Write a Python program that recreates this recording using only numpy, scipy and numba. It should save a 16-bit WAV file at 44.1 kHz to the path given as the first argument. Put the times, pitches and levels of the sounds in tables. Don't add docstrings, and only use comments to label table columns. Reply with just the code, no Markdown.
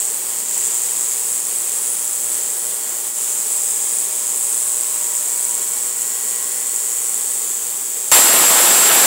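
import sys
import numpy as np
from scipy import signal
from scipy.fft import rfft, irfft
from scipy.io import wavfile
from scipy.ndimage import uniform_filter1d
from numba import njit

SR = 44100
rng = np.random.default_rng(int(sys.argv[2]) if len(sys.argv) > 2 else 0)


def generate_wav(signal):
    frames = np.transpose(np.atleast_2d(signal))
    scaled = np.clip(frames, -1, 1) * 32767
    pcm = np.round(scaled).astype(np.int16)
    wavfile.write(sys.argv[1], SR, pcm)


def invert_db(x):
    u = np.asarray(x, float) / 20
    return 10 ** u


N = 399534
T = np.arange(N) / SR

# [t/s, level/dB, aim of the port at the gap/dB]
SIZZLE = [(0, -19, -14), (.25, -23.5, -5), (.6, -18, -12), (1.15, -20, -5.5), (1.55, -20, -4),
          (2.1, -22, -2.5), (2.4, -20, -6), (2.6, -23.5, -3), (3.1, -23.5, -4), (3.25, -19, -6.5),
          (4.4, -20, -8), (5.2, -19, -7), (5.95, -21, -11.5), (6.4, -21, -6.5), (7.3, -20.5, -8),
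          (7.7, -22, -8), (7.95, -22.5, -10), (8.1, -22, -8)]
# [share of the half cycle/1, level/dB]
SWARM = [(0, -9), (.07, -6), (.13, 1), (.2, 5.5), (.27, 4.5), (.4, .5), (.55, -2), (.75, -2), (.87, -4.5),
         (1, -9)]
# [f/Hz, level/dB]
TOP_SPECTRUM = [(7000, -30), (10500, -2), (13500, -3), (14600, -2), (15500, 1)]
# [t/s, level/dB, length/s]
SHADES = [
    (.2, 0, 0.07),
    (.46, -2.5, 0.032),
    (1.43, -2, 0.036),
    (3.13, -3.5, 0.033),
    (4.41, -0.5, .03),
    (5.93, -2, .03),
    (6.7, -0.5, 0.024),
    (7.4, -0.5, .03),
    (7.87, -1, .05),
]
# [t/s, peak level/dB]
SNAPS = [
    (8.0810, -1),
    (8.0856, -5),
    (8.8900, 14),
    (8.8950, 8),
    (8.8996, 10),
    (8.9040, 10),
    (8.9060, 10),
    (8.9085, 9),
    (8.9155, 8),
]
# [f/Hz, density level/dB]
ARC_SPECTRUM = [(35, -81), (60, -86), (346, -4.5), (767, 0), (2650, -4.5), (4970, -10), (6580, -11),
                (7570, -28), (8320, -7.5), (14900, -7.5), (16000, -16.5)]
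# [f/Hz, width/Hz, level/dB]
ARC_MODES = [(6890, 40, -12), (7110, 80, -11), (7470, 45, 0), (7560, 170, -3), (7700, 900, -16),
             (7775, 50, -2), (8200, 120, -10), (8320, 40, -10), (8440, 40, -10), (8710, 50, -10),
             (9290, 250, -11), (9490, 50, -12), (10300, 150, -15), (10900, 100, -14), (11640, 120, -14),
             (12500, 600, -18), (15270, 120, -16)]
# [t/s, level/dB, length/s]
STUTTER = [
    (8.902, -21, .014),
]
# [f/Hz, rms level/dB]
BUZZ = [(120, -86), (240, -62), (360, -74), (480, -62), (700, -59), (1000, -62), (1900, -62), (2600, -66),
        (4400, -63), (5400, -57), (6100, -62), (6700, -47), (7500, -42), (9600, -60)]
# [multiple of the crest rate/1, t/s, level/dB, length/s]
STANDING = [(5, 2.4, 10.5, 0.64), (5, 3.6, 9, 0.65), (5, 5.2, 8, 0.96), (5, 6.8, -15, .8),
            (8, .9, 11.5, 0.89), (8, 5.14, 13, 0.94), (7, 3.45, 8, .6), (9, .4, 6, .6), (9, 4.6, 8.5, 0.73),
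            (9, 6.5, 10.5, 1.05), (16, 0.62, 8, .5), (16, 2.5, 8.5, 1), (16, 5.1, 8, 0.28),
            (16, 6.53, 11, 1), (12, 6.1, 8, 1.4), (17, 6.9, 9, .9), (19, 5.4, 13, 0.64)]
# [f/Hz, density level/dB]
FAN_SPECTRUM = [(35, -80), (60, -50), (96, -3.5), (166, -8), (282, -10), (435, 0), (656, -8.5), (830, -4),
                (1350, -6), (2090, -10.5), (2390, -9.5), (3980, -9.5), (5890, -8), (6500, -5), (8450, -17),
                (14300, -120)]
# [f/Hz, rms level/dB]
FAN_LINES = [
    (168, -59.5),
    (195, -95),
]
# [lag/ms, share/1, sway/ms]
ECHOES = [
    (0.92, 0.061, 0.092),
    (.36, 0.091, 0.027),
]
# [t/s, lag/ms, share/1]
BENCH = [
    (0, 0.78, 0.13),
    (1.3, .7, .07),
    (2.2, 0.76, 0.064),
    (2.8, 0.77, .22),
    (3.3, 0.7, .03),
    (3.9, 0.7, 0.22),
    (4.8, 0.68, 0.042),
    (6, 0.81, 0.2),
    (8, 0.74, 0.17),
]
# [t/s, level/dB, length/s]
GRIPS = [(.46, 12, .04), (.96, 10, .05), (2.27, 27, .15), (2.69, 18, .05), (3.05, 20, 0.27),
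         (3.41, 18, .05), (3.56, 4, .05), (3.97, 19, 0.053), (4.25, 19, .1), (4.75, 4, .05),
         (5.72, 11, .06), (5.99, 13, .05), (7.15, 8, 0.042), (8.05, 10, .05)]
# [t/s, level/dB, length/s]
LURCHES = [
    (8.165, 30, .025),
    (8.21, 28, .025),
    (8.265, 30, .03),
    (8.51, 33, .02),
    (8.725, 30, .02),
    (9.055, 24, .02),
]
# [t/s, lower f/Hz, upper f/Hz, level/dB]
SIDE_BANDS = [
    (8.275, 4000, 5700, -29),
    (8.344, 8000, 10400, -21),
    (8.344, 14500, 15900, -27),
    (8.622, 4200, 5300, -34),
    (8.715, 8000, 9700, -23),
    (8.854, 11500, 13200, -27),
    (8.9, 6800, 8400, -18),
]

CREST_HZ, CREST_S = 120.005, .00035
ARC_S = 8.1158
MEAN_DB, MEAN_AIM_DB = -20.5, -8


def sizzle():
    near_db, aim_db = curves(SIZZLE)
    swell_db = near_db - MEAN_DB
    turns = (T - CREST_S) * CREST_HZ + 1
    crest_db = .5 * rng.standard_normal(N // 100)[turns.astype(int)]
    swarm = invert_db(np.interp(turns % 1, *np.transpose(SWARM)) + crest_db)
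    clicks = sparks(16000., 2.5) * swarm

    port_hz = 7820 + 11 * (aim_db - MEAN_AIM_DB) + 110 * walk(8)
    port = band(band(clicks, port_hz, 2140), port_hz, 3000.)
    port = signal.sosfilt(signal.butter(8, 6500., "high", fs=SR, output="sos"), port)
    port = level(port, -1.01) * invert_db(.5 * walk(14))

    fine = rng.standard_normal((2, N))
    skirt = band(band(fine[0] * swarm, 9380, 2600), 9380, 4700.)
    skirt = level(skirt, -2) * invert_db(aim_db + 1.8 * walk(8))
    top = colour(fine[1] * swarm ** .38, TOP_SPECTRUM)
    top_db = -25.5 + .11 * swell_db - near_db
    top = level(top, .54) * invert_db(top_db)
    return invert_db(near_db + bumps(SHADES)) * (port + skirt + top)


def snaps():
    clicks = np.zeros(N)
    s, db = np.transpose(SNAPS)
    clicks[(s * SR).astype(int)] = invert_db(db + 13.)
    return band(band(clicks, 8200., 3500.), 8600., 5000.)


def arc():
    clicks = sparks(14000., 2.2) * invert_db(1.2 * walk(60))
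    ring = np.zeros(N)
    for k, (hz, width, db) in enumerate(ARC_MODES):
        path = np.roll(clicks, 997 * k)
        ring += invert_db(db) * np.sqrt(width) * level(band(path, hz, width), 0)
    dip_db = bumps(STUTTER)
    ring = level(ring, 9.5) * invert_db(dip_db)

    room = level(clicks, 0) + level(smear(clicks, .04), -4.)
    strike_db = 1.2 * np.exp(-abs(T - ARC_S) / .08)
    roar = level(colour(room, ARC_SPECTRUM), 5.5) * invert_db(strike_db + .4 * dip_db)
    return (T > ARC_S) * (roar + ring)


def buzz():
    hz, db = np.transpose(BUZZ)
    coarse, size = T[::64], 2 ** 16
    sine = np.sin(2 * np.pi * np.arange(size) / size)
    turn = (CREST_HZ * T * size).astype(int)
    out = np.zeros(N)
    for k in range(1, 101):
        k_db = np.interp(np.log(k * CREST_HZ), np.log(hz), db)
        for points in (7, 60):
            knots = np.linspace(0, N / SR, points)
            k_db = k_db + np.interp(coarse, knots, 2.2 * rng.standard_normal(points))
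        k_db = k_db + bumps([row[1:] for row in STANDING if round(row[0]) == k], coarse)
        phase = (k * turn + rng.integers(size)) & (size - 1)
        out += np.repeat(invert_db(k_db), 64)[:N] * sine[phase]
    return np.sqrt(2) * out


def fan():
    swell_db = curves(SIZZLE)[0] - MEAN_DB
    air_db = -39 - .15 * T + .05 * swell_db + bumps(SHADES)
    bright_db = 2.5 + .35 * swell_db
    air = level(colour(rng.standard_normal(N), FAN_SPECTRUM), 3.23)
    dull = signal.sosfiltfilt(signal.butter(2, 1800., fs=SR, output="sos"), air)
    air = dull + (air - dull) * invert_db(bright_db)
    air = air * invert_db(air_db + .33 * walk(12))
    motor = sum(np.sqrt(2) * invert_db(db) * np.sin(2 * np.pi * hz * T) for hz, db in FAN_LINES)
    return echoes(air) + motor


def handling():
    hand = band(band(rng.standard_normal(N), 145., 70.), 145., 70.)
    hand = level(hand, 1.) * invert_db(-84 + bumps(GRIPS) + 3 * walk(16))
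    since = np.maximum(T - ARC_S, 0)
    jolt = invert_db(-31.) * np.exp(-since / .01) * np.sin(2 * np.pi * 60. * since)
    wobble = np.sin(2 * np.pi * 28. * since) * invert_db(-85. + bumps(LURCHES) + 2.5 * walk(9))
    return np.where(T < ARC_S, hand, wobble - jolt)


def side_bands():
    out = np.zeros(N)
    window = np.sin(np.arange(2048) * np.pi / 2048)
    for s, low_hz, high_hz, db in SIDE_BANDS:
        sos = signal.butter(8, [low_hz, high_hz], "band", fs=SR, output="sos")
        noise = signal.sosfilt(sos, rng.standard_normal(4096))[2048:]
        out[int(s * SR) - 1024:][:2048] += level(noise, db) * window
    return out * np.array([[1], [-1]])


def echoes(x):
    def late(lag_ms):
        return np.interp(T - lag_ms / 1000, T, x)

    bench_ms, bench_share = curves(BENCH)
    out = x - bench_share * late(bench_ms)
    for lag_ms, share, sway_ms in ECHOES:
        out = out + share * late(lag_ms + sway_ms * walk(1))
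    return out


def smear(x, tail_s):
    t = np.arange(SR // 5) / SR
    return signal.fftconvolve(x, rng.standard_normal(len(t)) * np.exp(-t / tail_s))[:N]


def sparks(rate, scatter_db):
    chance = rng.random((3, N))
    size = invert_db(-scatter_db * np.log(chance[1] + 1e-9))
    return (chance[0] < rate / SR) * size * np.sign(chance[2] - .5)


@njit
def svf(x, hz, width):
    y, b, l = np.empty(len(x)), 0., 0.
    for i in range(len(x)):
        g, k = np.tan(np.pi * hz[i] / SR), width / hz[i]
        v = (b + g * (x[i] - l)) / (1 + g * (g + k))
        b, l, y[i] = 2 * v - b, l + 2 * g * v, k * v
    return y


def band(x, hz, width_hz):
    return svf(x, np.clip(hz + 0 * T, 20, .45 * SR), 1. * width_hz)


def colour(x, spectrum):
    hz, db = np.transpose(spectrum)
    f = np.arange(N // 2 + 1) * SR / N + 1
    return irfft(rfft(x) * invert_db(np.interp(np.log(f), np.log(hz), db)), N)


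def level(x, db):
    return x * invert_db(db) / np.sqrt(np.mean(x ** 2))


def walk(rate):
    k = int(SR / rate)
    held = np.repeat(rng.standard_normal(N // k + 1), k)
    return 1.3 * uniform_filter1d(uniform_filter1d(held, k), k)[:N]


def bumps(table, t=T):
    return sum(db * np.exp(-((t - s) / length) ** 2) for s, db, length in table)


def curves(table):
    s, *columns = np.transpose(table)
    return [np.interp(T, s, c) for c in columns]


def scene():
    return np.tile(sizzle() + snaps() + arc() + buzz() + fan(), (2, 1))


def band_limit(x):
    return signal.sosfilt(signal.butter(12, 17060, fs=SR, output="sos"), x)


def record(dry):
    clip = .62
    flat = clip * dry / (clip ** 4 + dry ** 4) ** (1 / 4)
    settled_db, follow_s, swing_hz = -5.5, .085, 1.7
    since = np.maximum(T - ARC_S - .008, 0)
    gain_db = settled_db * (1 - np.exp(-since / follow_s) * np.cos(2 * np.pi * swing_hz * since))
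    x = signal.sosfilt(signal.butter(6, 180., "high", fs=SR, output="sos"), flat * invert_db(gain_db))
    ceiling = .53 + ((T - ARC_S) / .2) ** 2
    x = x / (1 + (x / ceiling) ** 8) ** (1 / 8)
    top_cut = signal.ellip(12, .3, 75, 15750., fs=SR, output="sos")
    mix = signal.sosfilt(top_cut, x + handling() + side_bands())
    return band_limit(mix)


dry = scene()
out = record(dry)
generate_wav(out)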